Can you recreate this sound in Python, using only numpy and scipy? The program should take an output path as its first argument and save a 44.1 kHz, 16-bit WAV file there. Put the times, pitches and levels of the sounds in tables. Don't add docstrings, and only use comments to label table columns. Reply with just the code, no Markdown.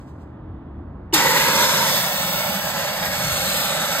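import sys
import numpy as np
from scipy import signal
from scipy.io import wavfile
from scipy.ndimage import uniform_filter1d

SR = 44100
rng = np.random.default_rng(int(sys.argv[2]) if len(sys.argv) > 2 else 0)


def output_pcm(signal):
    pcm = np.clip(np.atleast_2d(signal).T, -1, 1) * 32767
    wavfile.write(sys.argv[1], SR, np.round(pcm).astype(np.int16))


N = 176400
T, HZ = np.arange(N) / SR, np.fft.rfftfreq(2048, 1 / SR)
FRAME_S = np.arange(N // 512 + 5)[:, None] * 512 / SR
OPEN_S, ATTACK_S, LEAK_DB = 1.126, 0.013, -24
FLAT_SHARE, SETTLE_S, BUILD_S = 0.13, 0.52, 0.069
PUFF_RISE_S, PUFF_FALL_SHARE, PUFF_FALL_S = 0.0068, 0.252, 0.025
PATCH_DB, FLUTTER_DB, SPUTTER_DB = 2.7, 0.65, 0.4
MONO_HZ = 385
LEAD_FROM_HZ, LEAD_S = 4836, 0.0002143

# frequency in Hz, relative spectral density in dB.
AIR_SPECTRUM = [(150, -7.5), (300, -9.5), (420, -18.5), (1100, -23), (1800, -35), (4000, -55), (9000, -79)]
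BREEZE_SPECTRUM = [(20, -32), (38, -19), (55, 4.5), (90, 4.5), (140, -6.5), (250, -11), (4000, -79)]
CLOTH_SPECTRUM = [(500, 12), (7000, 2), (15000, -10)]
ROAR_SPECTRUM = [(30, -53), (100, -5), (250, -3.5), (380, -4.5), (700, 0), (1200, -1), (2300, 1),
                 (3200, -6), (6000, -42), (16000, -60)]
HISS_SPECTRUM = [(100, -55), (1500, -7), (2700, -1.5), (4200, 0), (6000, -.7), (9000, -5), (10300, -8.5),
                 (12000, -12), (16000, -22)]
FIZZ_SPECTRUM = [(3000, -50), (10000, -12), (11800, -1), (14000, 0), (15800, -2.5)]
SPIT_SPECTRUM = [(100, -26), (1500, -21), (4200, 8), (7500, 4), (16000, 1)]
# time in seconds, relative level in dB.
BREEZE_LEVEL = [(0, -41), (.9, -36), (1.3, -45), (2.9, -49), (3.3, -38), (3.7, -47.5)]
ROAR_LEVEL = [(1.14, -22.5), (1.2, -19), (1.4, -20), (1.8, -22), (2.05, -26.5), (2.3, -28), (2.42, -26.5),
              (2.63, -28), (2.78, -26.5), (3.25, -28), (3.6, -26.5), (3.74, -25.5), (4, -25.5)]
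HISS_LEVEL = [(1.17, -18.5), (1.25, -21.5), (1.65, -20), (1.98, -21.5), (2.06, -25.5), (2.2, -26),
              (2.6, -29), (2.8, -28), (3.1, -29), (3.3, -25), (3.62, -24), (3.75, -25.5), (4, -25.5)]
FIZZ_LEVEL = [(1.17, -31), (1.28, -26.5), (1.85, -28), (1.98, -24.5), (2.06, -29.5), (2.2, -31.5),
              (2.4, -29.5), (2.8, -34.5), (3.2, -32.5), (3.5, -30.5), (3.61, -26), (3.72, -33.5),
              (3.9, -30.5)]
WHISTLE_LEVEL = [(1.8, -60), (1.98, -31), (2.25, -31.5), (2.6, -36), (2.8, -45), (3.4, -52)]
# time in seconds, frequency in Hz, mean level in dB.
HUM_GLIDE = [(0, 289, -51), (.25, 298, -53), (.5, 317.8, -48), (.8, 341.8, -46.5), (1.1, 362, -57),
             (1.3, 365, -75)]
# centre in seconds, half-width in seconds, level in dB.
RUSTLES = [(.012, 0.028, -61), (0.091, 0.021, -61), (0.22, 0.018, -66), (0.15, 0.14, -70)]
# initial frequency in Hz, level in dB, decay time in seconds.
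PUFF_MODES = [(376, -15.5, 0.023), (992, -23.5, 0.022)]
# time in seconds, pose (0 side-on, 1 turned away, 2 or more lowered).
HORN_AIM = [(1.35, 0.014), (1.75, 0.11), (1.92, 0.77), (2.08, 0.97), (3.1, 1), (3.5, 2.9)]
# settled frequency in Hz, width in Hz, lift in dB for each of the three poses.
HORN_MODES = [(182, 72, 10.5, 16, 14), (380, 187, 3.5, -5, -2.5), (576.7, 150, 10.5, 13.5, 13),
              (811, 186, -7, 8, 6.5), (1009, 196, 13.5, 5, 1.5), (1313, 245, 2.5, 3.5, 7),
              (1630, 340, 5, 4, 3.5), (2200, 200, 3, 0.5, 1.5)]
NOZZLE_MODES = [(3655, 560, 3.5, 5.5, 4.5), (4840, 1400, 1, 3.5, 0.5), (8300, 940, 1.5, 5, 3.5),
                (13000, 2300, 5, 9.5, 6)]
# frequency in Hz, coherence from 0 to 1, left lead in radians, left minus right in dB.
PORTS = [(348, 0.96, -0.73, 1.5), (705, 0.88, -0.95, -5), (940, 0.84, 0.7, -4.5), (1630, 0.93, 0.17, -1),
         (2240, 0.97, 2, 0), (2800, 0.33, 3.5, -1.5), (3480, 0.97, 1.36, -3.5), (4260, 0.07, 2.5, 2.5),
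         (5130, 0, 1, 0), (5230, 1, 2.5, -0.5)]


def amp(db):
    return 10 ** (np.asarray(db) / 20)


def unit_rms(x):
    return x / np.sqrt(np.mean(x ** 2) + 1e-20)


def spectrum(table, column=1):
    rows = np.array(table, float)
    return np.interp(np.log(HZ + 1), np.log(rows[:, 0] + 1), rows[:, column])


def envelope(table):
    return amp(np.interp(T, *np.transpose(table)))


def bell(x, centre, width):
    return 2 ** -((2 * (x - centre) / width) ** 2)


def drift(shape, spans):
    field = rng.standard_normal(shape)
    for axis, span in enumerate(spans):
        for _ in range(2):
            field = uniform_filter1d(field, span, axis, mode="wrap")
    return unit_rms(field)


def noise(gain):
    a, b, c, d = rng.standard_normal((4, len(FRAME_S), len(HZ)))
    apart = np.minimum(HZ / MONO_HZ, 1) ** 2
    ceiling = np.where(HZ > LEAD_FROM_HZ, 0.95, 1)
    coherence = 1 - apart ** 2 * (1 - np.clip(spectrum(PORTS), 0, ceiling))
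    lead = apart * spectrum(PORTS, column=2) + 2 * np.pi * LEAD_S * np.maximum(HZ - LEAD_FROM_HZ, 0)
    tilt = amp(apart * spectrum(PORTS, column=3) / 2)
    left = a + 1j * b
    right = (coherence * left + np.sqrt(1 - coherence ** 2) * (c + 1j * d)) * np.exp(-1j * lead)
    frames = np.array([left * tilt, right / tilt]) * gain
    _, sound = signal.istft(frames.transpose(0, 2, 1), nperseg=2048, noverlap=1536)
    return unit_rms(sound[:, :N])


def open_air():
    dip_db = -8 * np.clip((T - OPEN_S) / ATTACK_S, 0, 1)
    low_cut = np.minimum(HZ / 127, 1) ** 2
    return amp(-41 + dip_db) * noise(amp(spectrum(AIR_SPECTRUM)) * low_cut)


def breeze():
    gust = amp(-33.5) * bell(T, 3.274, 0.24) * noise(bell(HZ, 133, 62))
    return gust + envelope(BREEZE_LEVEL) * noise(amp(spectrum(BREEZE_SPECTRUM)))


def hum():
    times, hz, db = np.transpose(HUM_GLIDE)
    cycles = np.cumsum(np.interp(T, times, hz)) / SR
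    waver_db = 2.5 * drift((N,), spans=(2500,))
    return amp(np.interp(T, times, db) + waver_db) * np.sin(2 * np.pi * cycles)


def sleeve():
    brushes = sum(amp(db) * bell(T, centre, 2 * half_width) for centre, half_width, db in RUSTLES)
    return brushes * noise(amp(spectrum(CLOTH_SPECTRUM)))


def swish():
    return amp(-74) * bell(T, 0.55, 0.55) * noise(bell(HZ, 3260, 1100))


def valve_tick(hz=2920, decay_s=0.0077):
    age = np.maximum(T - OPEN_S, 0)
    return amp(-28) * np.exp(-age / decay_s) * np.sin(2 * np.pi * hz * age)


def puff():
    age = np.maximum(T - OPEN_S, 0)
    tuning = 1 - PUFF_FALL_SHARE * (1 - np.exp(-age / PUFF_FALL_S))
    cycles = np.cumsum((age > 0) * tuning) / SR
    rise = np.minimum(age / PUFF_RISE_S, 1) ** 2
    ring_s = np.maximum(age - ATTACK_S, 0)
    return rise * sum(amp(db) * np.exp(-ring_s / decay) * np.sin(2 * np.pi * hz * cycles)
                      for hz, db, decay in PUFF_MODES)


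def turbulence(db):
    patches = drift((len(FRAME_S), len(HZ)), spans=(18, 4))
    gain = amp(db + PATCH_DB * patches * np.minimum(HZ / 2000, 1))
    return noise(gain / np.linalg.norm(gain, axis=1, keepdims=True))


def resonances(modes, tuning=1):
    pose = np.interp(FRAME_S, *np.transpose(HORN_AIM))
    return sum(np.interp(pose, (0, 1, 2), lifts) * bell(HZ, hz * tuning, width)
               for hz, width, *lifts in modes)


def jet():
    age = np.maximum(FRAME_S - OPEN_S, 0)
    tuning = 1 - FLAT_SHARE * np.exp(-age / SETTLE_S)
    horn_db = (1 - np.exp(-age / BUILD_S)) * resonances(HORN_MODES, tuning)
    nozzle_db = resonances(NOZZLE_MODES)
    roar = amp(1.56) * envelope(ROAR_LEVEL) * turbulence(spectrum(ROAR_SPECTRUM) + horn_db)
    hiss = envelope(HISS_LEVEL) * turbulence(spectrum(HISS_SPECTRUM) + nozzle_db)
    fizz = envelope(FIZZ_LEVEL) * turbulence(spectrum(FIZZ_SPECTRUM) + nozzle_db)
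    whistle = envelope(WHISTLE_LEVEL) * noise(bell(HZ, 15400, 1100))
    flow = amp(FLUTTER_DB * drift((N,), spans=(900,)) + SPUTTER_DB * drift((N,), spans=(60,)))
    opening = (T > OPEN_S) * amp(LEAK_DB * np.clip(1 - (T - OPEN_S) / ATTACK_S, 0, 1))
    return opening * flow * (roar + hiss + fizz + whistle)


def spit(start_s=1.135, rise_s=0.0066, decay_s=0.016):
    age = np.maximum(T - start_s, 0)
    burst = np.minimum(age / rise_s, 1) * np.exp(-np.maximum(age - rise_s, 0) / decay_s)
    return amp(-12.5) * burst * noise(amp(spectrum(SPIT_SPECTRUM)))


def scene():
    return jet() + valve_tick() + puff() + spit() + sleeve() + open_air() + breeze() + swish() + hum()


def record(dry, cutoff_hz=15680):
    low_pass = signal.firwin(511, cutoff_hz, window=("kaiser", 9), fs=SR)
    return signal.oaconvolve(np.clip(dry, -1, 1), low_pass[None], "same")


dry = scene()
out = record(dry)
output_pcm(out)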